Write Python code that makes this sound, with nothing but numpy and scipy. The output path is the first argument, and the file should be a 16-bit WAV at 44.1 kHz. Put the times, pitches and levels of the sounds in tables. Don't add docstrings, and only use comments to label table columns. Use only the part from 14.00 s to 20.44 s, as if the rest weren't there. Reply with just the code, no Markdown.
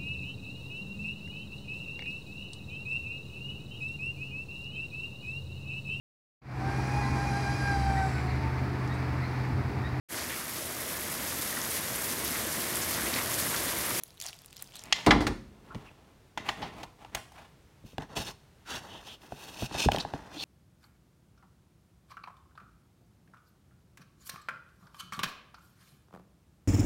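import sys
import numpy as np
from scipy import signal
from scipy.fft import rfft, irfft
from scipy.io import wavfile
from scipy.ndimage import uniform_filter1d, map_coordinates

SR = 44100
rng = np.random.default_rng(int(sys.argv[2]) if len(sys.argv) > 2 else 0)


def materialize(psi):
    bounded = np.clip(np.atleast_2d(psi).T, -1, 1)
    quanta = np.round(bounded * 32767).astype(np.int16)
    wavfile.write(sys.argv[1], SR, quanta)


N = 284004
TIME_S = np.arange(N) / SR
AGE_S = TIME_S[:SR // 2]

# (time [s], peak [dB], pitch [Hz])
DROPS = [(.0354, -26.5, 10740), (0.2011, -30, 6300), (0.214, -27, 6600), (0.2228, -30, 6760),
         (0.24, -36, 7100), (0.2645, -27, 5600), (0.287, -32, 3750), (0.3299, -36, 2800),
         (0.46, -38.5, 10000), (0.5285, -39.5, 2750), (.567, -35.5, 5100), (0.624, -27, 9500),
         (0.756, -33.5, 2500), (.767, -38.5, 9350), (0.7934, -36, 5050), (0.8376, -34.5, 7200)]
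# (time [s], length [s], rise [s], level [dB])
GUSHES = [(0.192, 0.1, 0.12, -39.5), (0.327, 0.031, .015, -53), (0.552, 0.073, .03, -55.5),
          (0.722, 0.092, 0.027, -54)]
# (frequency [Hz], gain [dB])
PATTER_EQ = [(300, -24.5), (650, 9), (1500, 3), (3000, 4.5), (6000, 1.5), (9000, -3.5), (13000, -10.5),
             (16000, -17)]
# (time [s], peak [dB], bass [dB], mid [dB], treble [dB], tick [dB], contact [s])
THUMPS = [(1.063, -17.5, -4, -5, 3, 8.5, 0.0045), (1.068, -8.5, -3, -3, -12.5, -16, 0.011),
          (1.107, -8, -16.5, 1.5, 6, -6, 0.0048), (1.116, -14, -1, 1.5, -11, -5, 0.0084),
          (1.146, -13.5, 8.5, 5, -19.5, -19, 0.0098), (1.205, -19.5, 0, -2, -5.5, 0, 0.016),
          (1.267, -19.5, -1, -2, 0, 6.5, 0.0063)]
# (frequency [Hz], gain [dB])
JUG_EQ = [(25, -32), (50, -12.5), (150, -15), (210, -10), (310, -4), (420, -14), (630, -19), (800, -13.5),
          (1550, -19), (1980, -16.5), (2600, -22.5), (4300, -22), (7700, -34.5), (16000, -51)]
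# (frequency [Hz], level [dB], t60 [s])
COUNTER_MODES = [(45.8, 3.5, .38), (117, -7.5, 0.49), (210.2, -6.5, 0.9), (241, -3.5, 0.42),
                 (309, 1.5, 0.47), (307.5, -2.5, 0.33), (358.7, -13, 0.351), (382, -8.5, .35),
                 (445.4, -8.5, 0.48), (535, -9.5, 0.64), (770, -7.5, 0.26), (818, -5, 0.22),
                 (1050, -18, 0.34), (1400, -16.5, 0.25), (1860, -9.5, 0.11)]
# (time [s], peak [dB], bass [dB], treble [dB], tick [dB], contact [s], send [dB])
CLACKS = [(.9250, -10.5, -3.5, 3.5, -3, 0.0025, -12), (2.3746, -22.5, 5.5, -8, -7, 0.0036, -10),
          (2.4881, -19, 7, -5, -10, 0.0039, -11.5), (2.618, -28, 10.5, -0.5, -25, 0.016, -9),
          (2.831, -32.5, 12.5, 0, 3, 0.0049, -18), (3.0474, -38, 13, -2, -7, 0.0019, -9),
          (3.148, -23.5, 3.5, -0.5, 9.5, 0.0031, -10), (3.319, -46.5, 12, 4, 11, .0035, -1.5)]
# (frequency [Hz], width [Hz], gain [dB])
UTENSIL_PEAKS = [(1150, 130, -2), (1957, 305, 4), (2990, 590, 3), (4280, 200, -3.5), (5100, 300, -9.5),
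                 (6150, 1100, -5), (7100, 300, -20)]
# (frequency [Hz], gain [dB])
CLACK_EQ = [(60, -5), (150, -11), (330, -8), (520, -9), (780, 2), (1300, -4.5), (2000, -1.5), (3100, -3),
            (4400, -7.5), (7000, -17), (9000, -17.5), (16000, -28)]
# (time [s], peak [dB], flex [dB], wall [dB], tick [dB], pitch [ratio])
BUMPS = [(1.747, -32.5, -2.5, -12, -1, 1.26), (1.753, -28, 3.5, -18, 2, 0.89),
         (3.84, -37, 2.5, -20, -28, 0.87), (3.931, -40, 6, -7, -16, 0.72),
         (3.9814, -22.5, -0.5, -2, 7.5, 1.06), (4.021, -34.5, -8, -10, 2, 1.1),
         (4.189, -31.5, 9, -14, -11, 0.85), (5.321, -27.5, -2, 0.5, -5.5, 0.98),
         (5.622, -21.5, 7, -3.5, -16, 0.9), (5.711, -31.5, 7, 4, 1, 1.23), (5.748, -25, 6.5, 7, -24, 1),
         (5.8593, -9.5, 3, -16, -36, 0.6), (5.8859, -9.5, -11, 11, 5, 1.07),
         (5.918, -19.5, -7.5, -11.5, 13.5, 0.93), (5.945, -20, -2.5, 3, -14, 0.83),
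         (5.961, -25.5, -6, -10, 17, 1.19), (5.971, -23.5, 4, 3, -6, 1.13),
         (5.984, -27, -19, -17, 13, 0.95), (6.049, -24, -29, -20.5, -27, 1.09),
         (6.1362, -22.5, -7.5, -9, -8, 1.075)]
# (frequency [Hz], level [dB], t60 [s])
PLASTIC_MODES = [(65, -27, 0.045), (145, 1, 0.11), (251, 2, 0.083), (415, -1.5, 0.066), (753, 9, 0.025),
                 (848, 6.5, 0.013), (1150, 7, 0.0039), (1510, 2, 0.014), (2750, -9, 0.016),
                 (3200, -4.5, 0.0089), (3780, -10, 0.012), (4600, -29, 0.004), (4760, -9.5, 0.0047),
                 (7200, -22, 0.016), (11300, -49, 0.0036)]
# (time [s], length [s], rise [s], scrape [dB], drag [dB], smear [dB])
STROKES = [(3.846, 0.095, 0.023, -61.5, -68.5, -70), (3.988, 0.066, .01, -57, -44.5, -85),
           (4.083, 0.094, 0.043, -57, -45, -78), (4.152, 0.1, 0.016, -38, -39.5, -52.5),
           (4.249, 0.059, 0.031, -43.5, -43, -58.5), (4.649, 0.14, 0.087, -41.5, -43, -57),
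           (4.791, 0.22, 0.036, -55.5, -48, -70), (5.007, 0.14, 0.078, -50, -50.5, -63),
           (5.19, 0.15, 0.032, -62, -56.5, -69), (5.289, 0.28, 0.18, -50, -50, -60),
           (5.56, .1, 0.053, -38, -41.5, -51.5), (5.683, 0.11, 0.057, -42.5, -41.5, -72),
           (5.773, 0.082, 0.042, -29, -37.5, -50), (5.911, 0.12, 0.0055, -44, -39.5, -63),
           (6.049, 0.32, 0.057, -59, -48, -83), (6.312, 0.21, 0.11, -44, -48.5, -60)]
# (frequency [Hz], width [Hz], gain [dB])
WALL_PEAKS = [(2630, 194, 4.5), (3280, 31, 2.5), (3630, 150, 1), (4310, 104, 1.5), (5180, 360, -4),
              (6000, 650, -6.5), (7090, 78, -4.5), (8270, 230, -9.5), (9130, 450, -13.5), (11900, 480, -22),
              (13900, 500, -27)]
# (frequency [Hz], gain [dB])
SCRAPE_EQ = [(900, -44), (1500, 0), (2200, -8.5), (2800, 13), (4400, 7), (6000, 4), (8000, -17.5),
             (11000, -4.5), (16000, -7.5)]
# (frequency [Hz], gain [dB])
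DRAG_EQ = [(35, -3.5), (140, 1), (300, 0), (560, -3.5), (860, 2), (1250, -7), (1650, -6), (2050, -10),
           (3000, -57)]
# (time [s], length [s], pitch [Hz], nominal width [Hz], level [dB])
SQUEAKS = [(1.696, 0.075, 1110, 221, -51), (1.698, 0.038, 1350, 89, -47.5), (1.86, 0.043, 2600, 305, -54),
           (4.649, 0.16, 1510, 447, -43.5), (4.717, 0.042, 3380, 260, -43), (4.867, 0.16, 3080, 404, -51),
           (5.05, 0.12, 3180, 450, -48.5), (5.996, 0.022, 3970, 920, -33), (6.36, 0.089, 3500, 298, -43),
           (6.366, 0.095, 4270, 300, -43), (6.342, 0.057, 307, 25, -45)]
# (time [s], length [s], rasp [dB], rumble [dB], rasp centre [Hz])
SLIDES_AND_RUSTLES = [(0.809, 0.31, -47.5, -54.5, 2400), (1.355, 0.44, -72.5, -59.5, 1537),
                      (1.618, .33, -57.5, -57, 1220), (1.894, 0.28, -67, -60.5, 1202),
                      (2.364, 0.085, -61, -48.5, 1300), (2.434, 0.098, -41, -50, 1800),
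                      (2.558, 0.14, -45, -43.5, 1870), (2.715, .15, -46.5, -49.5, 970),
                      (2.972, 0.15, -54.5, -59, 1150), (3.113, .09, -47.5, -50, 1400),
                      (3.339, .13, -52.5, -62, 1190)]
# (frequency [Hz], gain [dB])
RASP_EQ = [(100, -2), (300, -3), (500, -6), (790, 3.5), (1500, -7), (2900, -8), (4800, -17.5), (7700, -22),
           (16000, -30.5)]
# (frequency [Hz], t60 [s])
KITCHEN_DECAY = [(60, 0.58), (250, 0.48), (1000, 0.4), (3000, 0.42), (7000, 0.47), (15000, 0.36)]
# (frequency [Hz], gain [dB])
BACKGROUND_EQ = [(20, -3.5), (55, -4), (90, -5), (150, -5.5), (230, -14), (430, -15), (600, -19.5),
                 (1600, -25.5), (2200, -26.5), (5900, -33.5), (16000, -42)]

POUR_S, TRICKLE_DB, FLOW_RELEASE_S = .88, -62.5, .0078
DRIP_COUNT, DRIP_MAX_DB, DRIP_RANGE_DB, DRIP_LOW_HZ, DRIP_HIGH_HZ = 20, -43.5, 5, 2400, 13000
YIELD_DB, LIFT_OFF_S = 4.5, .011
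STICK_PER_S, STICK_DB = 41, 2.5
BACKGROUND_DB, LOW_CUT_HZ, HIGH_CUT_HZ = -58.5, 38, 16000


def milk():
    flow = undb(TRICKLE_DB) * np.exp(-np.maximum(TIME_S - POUR_S, 0) / FLOW_RELEASE_S)
    for at_s, length_s, rise_s, db in GUSHES:
        flow += undb(db) * push(at_s, length_s, rise_s, sag_db=0, release_s=FLOW_RELEASE_S)
    bubbles = fizz()
    patter = grains(per_s=4000, spread_db=5) * waver(per_s=170, depth_db=4.5)
    out = flow * (undb(-3) * bubbles + undb(-4) * unit(colour(patter, PATTER_EQ)))
    for at_s, db, hz in DROPS:
        add(out, at_s, undb(db) * drop(hz))
    for slot, (offset, pitch, size) in enumerate(rng.random((DRIP_COUNT, 3))):
        hz = DRIP_LOW_HZ * (DRIP_HIGH_HZ / DRIP_LOW_HZ) ** pitch
        db = DRIP_MAX_DB - DRIP_RANGE_DB * (1 - size)
        add(out, (slot + offset) / DRIP_COUNT * POUR_S, undb(db) * drop(hz))
    return out


def drop(hz):
    splat = colour(chatter(contact_s=.0005), [(hz / 8, -20), (hz / 2, -11), (hz, 0), (hz * 2, -14)])
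    bubble = ring([(hz, 0, .007)]) * (1 - np.exp(-AGE_S * hz))
    return crest(crest(splat) + bubble)


def fizz(count=520):
    out, age_s = np.zeros(N), TIME_S[:400]
    for when, pitch, faintness in rng.random((count, 3)):
        hz = 2800 * 4.8 ** pitch
        ping = np.sin(2 * np.pi * hz * age_s * (1 + 12 * age_s)) * np.exp(-hz * age_s / 5)
        add(out, when * POUR_S, undb(-22 * faintness) * ping)
    return out / np.std(out[TIME_S < POUR_S])


def jug():
    out, boom = np.zeros(N), unit(ring(COUNTER_MODES))
    shell_decay = [(60, .53), (300, .17), (900, .19), (2500, .044), (10000, .01)]
    for at_s, db, bass_db, mid_db, treble_db, tick_db, contact_s in THUMPS:
        shell = unit(colour(diffuse(shell_decay), JUG_EQ))
        attack = 1 - np.exp(-AGE_S / (contact_s / 10))
        slap = unit(colour(chatter(contact_s), JUG_EQ))
        blow = (shell + undb(-5) * boom) * attack + undb(-5.5) * slap
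        eq = [(300, bass_db), (800, mid_db), (2000, treble_db), (4500, treble_db), (9000, tick_db)]
        add(out, at_s, undb(db) * crest(colour(blow, eq)))
    return out


def clacks():
    direct, send = np.zeros(N), np.zeros(N)
    for at_s, db, bass_db, treble_db, tick_db, contact_s, send_db in CLACKS:
        eq = [(900, bass_db), (1900, .016), (5000, treble_db), (11000, tick_db)]
        for path_s in (0, .001, .005, .009, .014):
            force = chatter(contact_s)[:4096]
            ringing = unit(band(resonate(force, UTENSIL_PEAKS), 730, 8000))
            ring_db = .5 * (db + 14)
            body = unit(colour(force, CLACK_EQ))
            clack = undb(db) * crest(colour(undb(ring_db) * ringing + undb(2) * body, eq))
            if path_s == 0:
                add(direct, at_s, clack)
            else:
                add(send, at_s + path_s, .5 * undb(send_db) * clack)
    return direct, send


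def plastic_bumps():
    out = np.zeros(N)
    for at_s, db, flex_db, wall_db, tick_db, ratio in BUMPS:
        modes = [(hz * ratio, mode_db, t60_s) for hz, mode_db, t60_s in PLASTIC_MODES]
        bump = crest(ring(modes, lag_s=.001025)) + undb(-30) * chatter(contact_s=.002)
        eq = [(260, flex_db), (700, wall_db), (1100, wall_db), (3000, tick_db), (9000, tick_db - .5)]
        add(out, at_s, undb(db) * crest(colour(bump, eq)))
    return out


def knife_scrapes():
    slips = grains(per_s=4500, spread_db=4) * waver(per_s=160, depth_db=1.8)
    walls = band(resonate(slips, WALL_PEAKS), 2200, 17000, order=4)
    edge = unit(walls) + undb(-1) * unit(colour(slips, SCRAPE_EQ))
    read_index = np.cumsum(waver(per_s=11, depth_db=.18))
    edge = unit(map_coordinates(edge, [read_index], mode="wrap"))
    hollow = unit(colour(slips, DRAG_EQ))
    hiss = unit(band(grains(per_s=3500, spread_db=5), 7500, 16000))
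    out, grip = np.zeros(N), waver(STICK_PER_S, STICK_DB)
    for at_s, length_s, rise_s, scrape_db, drag_db, smear_db in STROKES:
        pressure = grip * push(at_s, length_s, rise_s, YIELD_DB, LIFT_OFF_S)
        out += pressure * (undb(scrape_db) * edge + undb(drag_db) * hollow + undb(smear_db) * hiss)
    return out


def squeaks():
    out = np.zeros(N)
    for at_s, length_s, hz, width_hz, db in SQUEAKS:
        peak = [(hz, 1.87 * width_hz, 0)]
        friction = rng.standard_normal(len(AGE_S))
        squeak = unit(resonate(resonate(friction, peak), peak))
        add(out, at_s, undb(db) * swell(length_s) * squeak)
    return out


def slides_and_rustles():
    out = np.zeros(N)
    rumble = unit(band(rng.standard_normal(N), 55, 378))
    grit = colour(grains(per_s=6600, spread_db=6), RASP_EQ) * waver(per_s=80, depth_db=4.5)
    for at_s, length_s, rasp_db, rumble_db, hz in SLIDES_AND_RUSTLES:
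        span = slice(int(at_s * SR), int(at_s * SR) + len(AGE_S))
        rasp = unit(colour(grit[span], [(hz / 3, -7), (hz, 0), (hz * 2, -4)]))
        add(out, at_s, swell(length_s) * (undb(rasp_db) * rasp + undb(rumble_db) * rumble[span]))
    return out


def kitchen(send):
    response = diffuse(KITCHEN_DECAY) * np.clip(AGE_S / .003, 0, 1)
    return signal.fftconvolve(send, response / np.linalg.norm(response))[:N]


def background():
    noise = unit(colour(rng.standard_normal(N), BACKGROUND_EQ))
    return undb(BACKGROUND_DB) * noise * waver(per_s=6, depth_db=.5)


def ring(modes, lag_s=0):
    out = 0
    for hz, db, t60_s in modes:
        age_s = np.maximum(AGE_S - lag_s * np.sqrt(1000 / hz), 0)
        out += undb(db) * np.sin(2 * np.pi * hz * age_s) * undb(-60 * age_s / t60_s)
    return out


def diffuse(decays):
    out = 0
    for low_hz in 22 * 2. ** np.arange(10):
        t60_s = along(decays, low_hz * np.sqrt(2))
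        out += band(rng.standard_normal(len(AGE_S)), low_hz, 2 * low_hz) * undb(-60 * AGE_S / t60_s)
    return out


def chatter(contact_s):
    age = AGE_S / contact_s
    return rng.choice([-1, 1], len(AGE_S)) * np.sqrt(age) * np.exp(-age)


def grains(per_s, spread_db):
    impulses = (rng.random(N) < per_s / SR) * rng.choice([-1, 1], N)
    return impulses * undb(spread_db * np.clip(rng.standard_normal(N), -2, 2))


def push(at_s, length_s, rise_s, sag_db, release_s):
    age_s = TIME_S - at_s
    sag = np.clip((age_s - rise_s) / max(length_s - rise_s, 1 / SR), 0, 1)
    release = np.exp(-np.maximum(age_s - length_s, 0) / release_s)
    return np.clip(age_s / rise_s, 0, 1) * undb(-sag_db * sag) * release


def swell(length_s):
    return np.sin(np.pi * np.minimum(AGE_S / length_s, 1))


def waver(per_s, depth_db):
    knots = rng.standard_normal(N // 10)
    return undb(depth_db * np.interp(TIME_S * per_s, np.arange(len(knots)), knots))


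def resonate(x, peaks):
    return sum(undb(db) * signal.lfilter(*signal.iirpeak(hz, hz / width_hz, SR), x)
               for hz, width_hz, db in peaks)


def colour(x, points, size=4096):
    bins_hz = np.arange(size // 2 + 1) * SR / size
    cepstrum = irfft(np.log(undb(along(points, bins_hz))))
    cepstrum[1:size // 2] *= 2
    cepstrum[size // 2 + 1:] = 0
    return signal.fftconvolve(x, irfft(np.exp(rfft(cepstrum))))[:len(x)]


def band(x, low_hz, high_hz, order=2):
    sos = signal.butter(order, [low_hz, min(high_hz, SR / 2 - 1)], "band", fs=SR, output="sos")
    return signal.sosfilt(sos, x)


def along(points, hz):
    knots_hz, values = np.transpose(points)
    return np.interp(np.log(np.maximum(hz, 1)), np.log(knots_hz), values)


def undb(db):
    return 10 ** (np.asarray(db) / 20)


def unit(x):
    return x / np.sqrt(np.mean(x ** 2))


def crest(x):
    return x / np.sqrt(2 * uniform_filter1d(x ** 2, size=88).max())


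def add(out, at_s, x):
    start = max(int(at_s * SR), 0)
    out[start:start + len(x)] += x[:N - start]


def scene():
    clack, clack_send = clacks()
    pour, thump, rasp = milk(), jug(), slides_and_rustles()
    plastic = plastic_bumps() + knife_scrapes() + squeaks()
    send = clack_send + undb(-15.5) * pour + undb(-10.5) * thump + undb(-4.5) * rasp + undb(-17) * plastic
    return (pour + thump + clack + rasp + plastic + kitchen(send) + background())[None]


def record(dry):
    rounded = np.tanh(1.3 * dry) / 1.3
    low_cut = signal.butter(5, LOW_CUT_HZ, "high", fs=SR, output="sos")
    high_cut = signal.ellip(8, .2, 70, HIGH_CUT_HZ, fs=SR, output="sos")
    return signal.sosfilt(high_cut, signal.sosfilt(low_cut, rounded))


dry = scene()
out = record(dry)
materialize(out)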